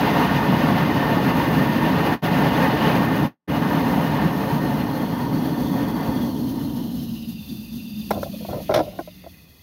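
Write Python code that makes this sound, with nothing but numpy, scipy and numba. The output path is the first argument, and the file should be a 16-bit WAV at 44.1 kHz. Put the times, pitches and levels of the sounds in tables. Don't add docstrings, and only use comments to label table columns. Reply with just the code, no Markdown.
import sys
import numpy as np
from scipy import signal
from scipy.fft import rfft, irfft, next_fast_len
from scipy.io import wavfile
from scipy.ndimage import uniform_filter1d
from numba import njit

SR = 44100
rng = np.random.default_rng(int(sys.argv[2]) if len(sys.argv) > 2 else 0)


def generate_wav(sig):
    pcm = np.round(np.clip(np.atleast_2d(sig).T, -1, 1) * 32767).astype(np.int16)
    wavfile.write(sys.argv[1], SR, pcm)


N = 424241
T = np.arange(N) / SR
SIZE = next_fast_len(N, True)
FREQ = np.maximum(np.arange(SIZE // 2 + 1) * SR / SIZE, 1)

# frequency_hz, level_db
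OPEN_AIR_SPECTRUM = [(20, -28), (40, -25.5), (65, 3.5), (90, 0), (150, -20), (260, -12.5), (500, -16.5),
                     (900, -24), (1200, -24), (1500, -30), (1800, -35), (4000, -37.5), (12000, -51.5)]
# centre_hz, width_hz, lift_db
SCREEN_MODES = [(373, 33.4, -20), (425, 47, 4.5), (487, 31, -7), (522, 45, 3), (655, 76, -4),
                (713, 46, 2.5), (808, 22, -5.5), (850, 65, 4), (956, 116, 3.5), (1016, 30, -6.5),
                (1100, 42, 4.5), (1230, 46, 2), (1320, 74, -5), (1700, 50, -5.5), (1806, 110, 4.5),
                (1940, 62, -5.5), (2036, 75, 3.5), (2230, 230, -4.5), (2320, 49, -0.5), (2514, 64, 5),
                (2620, 66, -2.5), (2742, 75, 6), (2840, 50, -6.5), (2898, 49, 6.5), (3055, 80, 3.5),
                (3365, 90, 3.5), (3470, 50, -7.5), (3550, 90, 6), (4200, 93, 4.5), (4340, 130, -0.5),
                (4700, 80, 2.5), (5240, 80, 1.5), (5450, 80, 3.5), (5660, 250, -2.5), (6270, 140, 3),
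                (9540, 200, -2), (9570, 120, 2.5), (11800, 90, 2)]

# pitch_hz, level_db, t60_s
CASE_MODES = [(188, -12, 0.026), (320, -8.5, 0.055), (424, -3, 0.025), (552, -5.5, 0.044),
              (606, 1.5, 0.044), (730, -4.5, 0.038), (1018, -11, 0.047), (1335, -12, 0.039),
              (1445, -14, .03), (1700, -23.5, 0.036), (2130, -18, 0.022)]
# start_s, length_s, level_db, pitch_ratio
SLIDES = [(8.105, 0.031, -27, 1.09), (8.146, 0.029, -25.5, 0.99), (8.187, 0.085, -37.5, 1.06),
          (8.329, 0.025, -39, 0.92), (8.403, .02, -39.5, .9), (8.482, 0.043, -29, 1.02),
          (8.53, 0.041, -26.5, .95), (8.57, 0.041, -35, 0.93), (8.656, 0.067, -46, 0.49),
          (8.69, 0.12, -25, 1.04), (8.826, 0.063, -35.5, .98), (8.918, .075, -44, 1.03)]
# start_s, level_db, pitch_ratio, upper_db_per_octave, crack_db, ring_length_ratio
KNOCKS = [(8.106, -11, 1.35, -3, -13.5, 0.5), (8.111, -11, 0.98, 5, -24, 0.58),
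          (8.229, -16, 1, 4, -15, 0.53), (8.447, -25, 1.16, -9, -42, 1.2),
          (8.488, -27, 0.83, -7, -38, 0.89), (8.529, -18.5, 0.98, -10, -38, 0.57),
          (8.598, -26, 1.03, -16, -42, 1.7), (8.693, -9.5, 1, -6, -40, 1),
          (8.696, -14.5, 0.64, -3, -30, 1.4), (8.708, -14.5, .95, 2, -15, .8),
          (8.718, -17, 1.04, 3, -30, 0.85), (8.739, -9, 0.99, -1, -4.5, 0.7), (8.744, -16, 1, -2, -9, 1),
          (8.757, -7.5, 1.02, -5, -13.5, 1.1), (8.764, -22, 1.1, 3, -9, 1),
          (8.773, -6.5, 1.07, -9, -19, 0.97), (8.788, -11, 1, -1, -16, 0.77),
          (8.800, -9.5, 1.0, -8, -22, 1.2), (8.875, -31, 0.98, -13, -40, 1.7),
          (8.988, -19.5, 1.08, 0, -42, 1.1), (8.990, -26, .52, -8, -42, 1),
          (9.002, -25.5, 1.02, -14, -44, 1), (9.074, -30, 0.97, -8, -42, 1.2), (9.238, -36, 1, -11, -39, 1),
          (9.263, -30.5, 1.07, -10, -41.5, 0.93)]
# frequency_hz, level_db
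CRACK_SPECTRUM = [(800, 3.5), (2200, 5.5), (2800, -6), (3400, 2), (3900, 3), (4700, -5), (5400, 1),
                  (6300, -10), (7600, -26), (10000, -13), (15000, -29)]
# start_s, level_db
NAIL_TICKS = [(8.105, -22.5), (8.228, -33), (8.740, -26), (8.759, -34)]

# time_s, flow_db
JET_FLOW = [(0, 0.5), (0.75, -1), (1.7, -1.64), (2.3, -0.4), (2.9, 0), (3.08, -2.5), (4.0, -3.5),
            (4.45, -5.5), (5.65, -9.5), (6.2, -10.5), (6.42, -17), (6.8, -19), (7.3, -34), (8.6, -37.5),
            (9.6, -60)]
# peak_s, half_length_s, lift_db
LOUDNESS_SWELLS = [(0.25, 0.15, 0.5), (1.58, 0.08, -1.5), (1.979, 0.059, 1.3), (2.87, 0.08, 0.5),
                   (3.74, 0.043, 1.5), (3.98, .07, -0.5), (4.19, 0.092, 2.5), (4.8, 0.031, 1.5),
                   (5.67, 0.082, -1.5), (5.82, 0.062, 3), (6.04, 0.081, 3), (6.58, 0.045, 3.5)]
# time_s, level_db
FIZZ_LEVEL = [(0, -39.5), (0.8, -42), (2.0, -41), (2.85, -40.3), (3.1, -42), (4.15, -42), (5.25, -44),
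              (6.15, -42.8), (7.0, -45), (7.3, -47), (8.0, -44.5), (8.6, -44.5), (8.9, -47.5), (9.6, -46)]
# frequency_hz, level_db
HIGH_HISS_SPECTRUM = [(1000, -10.5), (2400, -8), (4400, 1.5), (5300, -4), (5800, -3), (6350, -3),
                      (7000, -8.5), (7500, -16.5), (7950, -20), (8030, -10.5), (9200, -9.5), (10000, -4.5),
                      (10800, -4), (11800, 1.5), (12600, 1), (16000, -0.5)]
# time_s, pitch_hz, base_width_hz, level_db
NECK_TRACK = [(0, 2710, 500, -43), (2.9, 2660, 500, -49.5), (4.4, 3060, 550, -48), (5.6, 3340, 330, -44.5),
              (5.9, 3350, 230, -46), (6.2, 3350, 210, -44), (6.5, 3140, 400, -49.5),
              (7.05, 2990, 300, -48.5), (7.45, 2665, 220, -49.5), (8.0, 2714, 190, -47.5),
              (8.55, 2460, 400, -50), (8.95, 2900, 380, -50.5), (9.3, 2560, 170, -50),
              (9.6, 2520, 130, -52)]
# pitch_ratio, level_db
NECK_MODES = [(1, -0.5), (1.335, -2), (1.745, -2), (2.21, -9)]
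# pitch_hz, width_hz, level_db, db_per_flow_db, flare_db
PIPE_MODES = [(935, 88, -31, 0.84, 2.0), (1821, 92, -35, 1.7, 3), (2910, 70, -47, 1.6, 4)]
# time_s, pitch_hz, level_db
FLASK_TRACK = [(0, 263, -23.5), (3.0, 260, -24), (5.0, 255.4, -25.5), (6.3, 257.5, -23.5),
               (7.0, 240.4, -28), (7.4, 215, -35), (7.55, 213.5, -35.5), (7.76, 233, -32.5),
               (8.0, 211.4, -29.5), (8.4, 202.6, -31.5), (8.65, 197, -41), (9.2, 175, -40.5),
               (9.6, 154, -57)]
# peak_s, half_length_s, lift_db
GUTTERS = [(4.42, 0.072, -2.5), (4.98, .14, -1.5), (6.03, .05, -3), (7.19, 0.021, -4), (7.28, 0.029, 3),
           (7.45, .03, -10), (7.53, 0.036, 3.5), (7.69, 0.025, -4), (7.755, 0.027, 2.5), (7.83, 0.021, -3),
           (8.07, .03, 2), (8.255, 0.023, -7), (8.35, .06, 0.5), (8.46, 0.022, -3)]
# collapse_s, swell_s, lift_db
PUFFS = [(0.38, .22, 0), (0.6, 0.12, 3.5), (2.01, 0.23, 2), (3.25, 0.065, 4.5), (3.885, 0.065, 1),
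         (4.268, 0.056, 5), (5.38, 0.15, 3.5)]
# frequency_hz, level_db
HEAVE_SPECTRUM = [(20, -48.5), (40, -40), (62, -14), (90, -14), (122, -3), (160, 2.5), (200, -1),
                  (300, -4.5), (365, -17), (600, -66)]
# frequency_hz, level_db
ROAR_SPECTRUM = [(150, -44), (300, -0.5), (430, -0.5), (700, -0.5), (1000, -4.5), (1400, -7.5), (2000, -9),
                 (2400, -13.5), (3200, -19), (4500, -25.5), (6300, -36), (8000, -48)]

# start_s, end_s
DROPOUTS = [(2.142, 2.219), (3.261, 3.475)]


def undb(db):
    return 10 ** (np.asarray(db) / 20)


def unit(x):
    return x / np.sqrt(np.mean(x ** 2))


def curves(table):
    times, *columns = np.transpose(table)
    return [np.interp(T, times, column) for column in columns]


def swells(table):
    return sum(db * np.exp(-((T - peak_s) / half_s) ** 2) for peak_s, half_s, db in table)


def walk(rate_hz):
    steps = rng.standard_normal(4096)
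    return np.sqrt(3 / 2) * np.interp(T * rate_hz, np.arange(len(steps)), steps)


def colour(x, gain):
    return irfft(rfft(x, SIZE) * gain, SIZE)[:N]


def shaped_noise(spectrum):
    hz, db = np.transpose(spectrum)
    gain = undb(np.interp(np.log(FREQ), np.log(hz), db))
    return unit(colour(rng.standard_normal(N), gain))


@njit
def resonate(x, hz, width_hz):
    out = np.empty(len(x))
    band_state, low_state = 0., 0.
    for i in range(len(x)):
        tuning = np.tan(np.pi * hz[i] / SR)
        damping = width_hz[i] / hz[i]
        band = (band_state + tuning * (x[i] - low_state)) / (1 + tuning * (tuning + damping))
        band_state = 2 * band - band_state
        low_state += 2 * tuning * band
        out[i] = damping * band
    return out


def blown(hz, width_hz):
    hz, width_hz = np.full(N, hz), np.full(N, width_hz)
    band = resonate(rng.standard_normal(N), hz, width_hz)
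    return unit(resonate(band, hz, width_hz) / np.sqrt(width_hz))


def self_limited(x, share=0.84, memory_s=0.07):
    power = uniform_filter1d(x ** 2, int(memory_s * SR)) + 1e-9
    return unit(x / power ** (share / 2))


def open_air(level_db=-55):
    return shaped_noise(OPEN_AIR_SPECTRUM) * undb(level_db)


def cardboard_screen(x):
    lift_db = sum(db / (1 + (2 * (FREQ - hz) / width_hz) ** 2) for hz, width_hz, db in SCREEN_MODES)
    return colour(x, undb(lift_db))


def case_ring(pitch_ratio, upper_db_per_octave, rise_s, length_ratio=1, jitter=0.024, spot_db=2.3):
    t = T[:SR // 6]
    hz, db, t60_s = np.transpose(CASE_MODES)[:, :, None]
    hz = hz * pitch_ratio * (1 + jitter * rng.standard_normal(hz.shape))
    tilt_db = upper_db_per_octave * np.maximum(np.log2(hz / 700), 0)
    gain = undb(db + tilt_db + spot_db * rng.standard_normal(hz.shape))
    decay = np.exp(-np.log(1000) * t / (t60_s * length_ratio))
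    modes = gain * decay * np.sin(2 * np.pi * hz * t)
    ring = modes.sum(axis=0) * (1 - np.exp(-(t / rise_s) ** 2))
    return ring / np.abs(ring).max()


def finger_rubs(slips_per_s=1500, finger_spread=0.033, drag_db=-8, attack_s=0.0066, fall_db_per_s=478):
    drag = undb(drag_db) * blown(hz=98.0, width_hz=98.0)
    loads = (1 - finger_spread, 1 + finger_spread)
    slips = [rng.standard_normal(N) * (rng.random(N) < slips_per_s / SR) for _ in loads]
    out = 0
    for start_s, length_s, db, pitch_ratio in SLIDES:
        rings = [case_ring(pitch_ratio * load, upper_db_per_octave=-9, rise_s=0.006) for load in loads]
        body = sum(signal.oaconvolve(slip, ring)[:N] for slip, ring in zip(slips, rings))
        press = np.clip((T - start_s) / attack_s, 0, 1)
        release = undb(-fall_db_per_s * np.maximum(T - start_s - length_s, 0))
        out += (unit(body) + drag) * press * release * undb(db)
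    return out


def contact_force(start_s, rise_s):
    age = np.maximum(T - start_s, 0) / rise_s
    return age * np.exp(-np.minimum(age, 50))


def finger_knocks(ring_db=1.1):
    rings, crack_force = np.zeros(N + SR), 0
    for start_s, db, pitch_ratio, upper_db_per_octave, crack_db, length_ratio in KNOCKS:
        ring = case_ring(pitch_ratio, upper_db_per_octave, rise_s=0.0031, length_ratio=length_ratio)
        start = int(start_s * SR)
        rings[start:start + len(ring)] += undb(db) * ring
        crack_force += undb(db + crack_db) * contact_force(start_s, rise_s=0.0047)
    return undb(ring_db) * rings[:N] + crack_force * shaped_noise(CRACK_SPECTRUM)


def nail_ticks():
    force = sum(undb(db) * contact_force(start_s, rise_s=0.0029) for start_s, db in NAIL_TICKS)
    return blown(hz=13300.0, width_hz=14000.0) * force


def mixture_fizz(flutter, flutter_db=1.17, spit_db=0.74):
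    hiss = shaped_noise(HIGH_HISS_SPECTRUM)
    return hiss * undb(curves(FIZZ_LEVEL)[0] + flutter_db * flutter + spit_db * walk(rate_hz=150))


def neck_hiss(gain_db=-6, widen=1.6, sputter_db=2.45, waver=0.0079, corner_hz=4650.0):
    pitch_hz, width_hz, level_db = curves(NECK_TRACK)
    voices = [(ratio, undb(db)) for ratio, db in NECK_MODES]
    opening = np.clip((T - 8.3) / 0.29, 0, 1)
    voices.append((0.776, opening * undb(-1.5)))
    out = 0
    for ratio, gain in voices:
        hz = ratio * pitch_hz
        spurts_db = sputter_db * walk(rate_hz=60)
        rolloff_db = -26 * np.maximum(np.log2(hz / corner_hz), 0)
        wavering_hz = hz * (1 + waver * walk(rate_hz=60))
        tone = self_limited(blown(wavering_hz, width_hz * widen))
        out += gain * tone * undb(spurts_db + rolloff_db)
    return out * undb(level_db + gain_db)


def neck_pipe(flow_db, gain_db=-2, waver=0.012, stall_db=-13, stall_follow=0.6):
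    heat = 1 + waver * walk(rate_hz=10)
    shared_db = gain_db + stall_follow * np.minimum(flow_db - stall_db, 0)
    out = 0
    for hz, width_hz, db, follow, flare_db in PIPE_MODES:
        tone = blown(hz * heat, width_hz)
        out += tone * undb(shared_db + db + follow * flow_db + flare_db * walk(rate_hz=18))
    return out


def hot_plume(flow_db, level_db=-41, follow=0.16):
    return blown(hz=72.4, width_hz=54.0) * undb(level_db + follow * flow_db)


def flask_boom(flow_db, gain_db=-1.2, full_width_hz=103.0, narrowing=0.34, waver=0.02):
    pitch_hz, level_db = curves(FLASK_TRACK)
    wavering_hz = pitch_hz * (1 + waver * walk(rate_hz=14))
    width_hz = full_width_hz * undb(narrowing * flow_db)
    return self_limited(blown(wavering_hz, width_hz)) * undb(level_db + gain_db)


def flame_heave(flow_db, level_db=-21.0, full_flow_db=-0.5, follow=0.48, collapse_s=0.0068):
    fade_db = follow * np.minimum(flow_db - full_flow_db, 0)
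    puff_db = 0.26 * walk(rate_hz=8)
    for peak_s, swell_s, lift_db in PUFFS:
        slope_s = np.where(T < peak_s, swell_s, collapse_s)
        puff_db += lift_db * np.exp(-((T - peak_s) / slope_s) ** 2)
    return shaped_noise(HEAVE_SPECTRUM) * undb(level_db + fade_db + puff_db)


def flame_roar(flow_db, flutter, level_db=-22.5, flutter_db=0.94, flicker_db=0.9, dulling=0.38):
    eddies = shaped_noise(ROAR_SPECTRUM)
    octaves = np.log2([350, 700, 1400, 2800, 5600])
    tilt_db_per_octave = np.maximum(0.08 + dulling * flow_db, -6.0)
    out = 0
    for octave, weights in zip(octaves, np.eye(len(octaves))):
        band = colour(eddies, np.interp(np.log2(FREQ), octaves, weights))
        tilt_db = tilt_db_per_octave * (octave - np.log2(680))
        out += band * undb(tilt_db + flicker_db * walk(rate_hz=32))
    return out * undb(level_db + flow_db + flutter_db * flutter)


def scene(near_m=0.46, leave_s=8.8, retreat_m_per_s=1.0):
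    flow_db = curves(JET_FLOW)[0] + swells(LOUDNESS_SWELLS)
    flutter = walk(rate_hz=30)
    guttering = undb(0.5 * flutter + swells(GUTTERS))
    rumble = (flask_boom(flow_db) + flame_heave(flow_db)) * guttering
    body = rumble + hot_plume(flow_db) + neck_pipe(flow_db)
    rushing = cardboard_screen(flame_roar(flow_db, flutter) + neck_hiss() + mixture_fizz(flutter))
    distance_m = near_m + retreat_m_per_s * np.maximum(T - leave_s, 0)
    handling = finger_knocks() + nail_ticks() + finger_rubs()
    return ((body + rushing) * near_m / distance_m + handling + open_air())[None]


def dropout(start_s, end_s, fall_db_per_s=557, depth_db=-67, return_s=0.023):
    fading = undb(np.maximum(-fall_db_per_s * np.maximum(T - start_s, 0), depth_db))
    returning = np.clip((T - end_s) / return_s, 0, 1)
    return np.maximum(fading, returning)


def record(dry, low_hz=36, top_hz=15700):
    low_cut = signal.butter(4, low_hz, "high", fs=SR, output="sos")
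    top_cut = signal.ellip(10, .2, 80, top_hz, fs=SR, output="sos")
    gate = np.prod([dropout(start_s, end_s) for start_s, end_s in DROPOUTS], axis=0)
    gated = signal.sosfilt(low_cut, dry) * gate
    return signal.sosfilt(top_cut, gated)


dry = scene()
out = record(dry)
generate_wav(out)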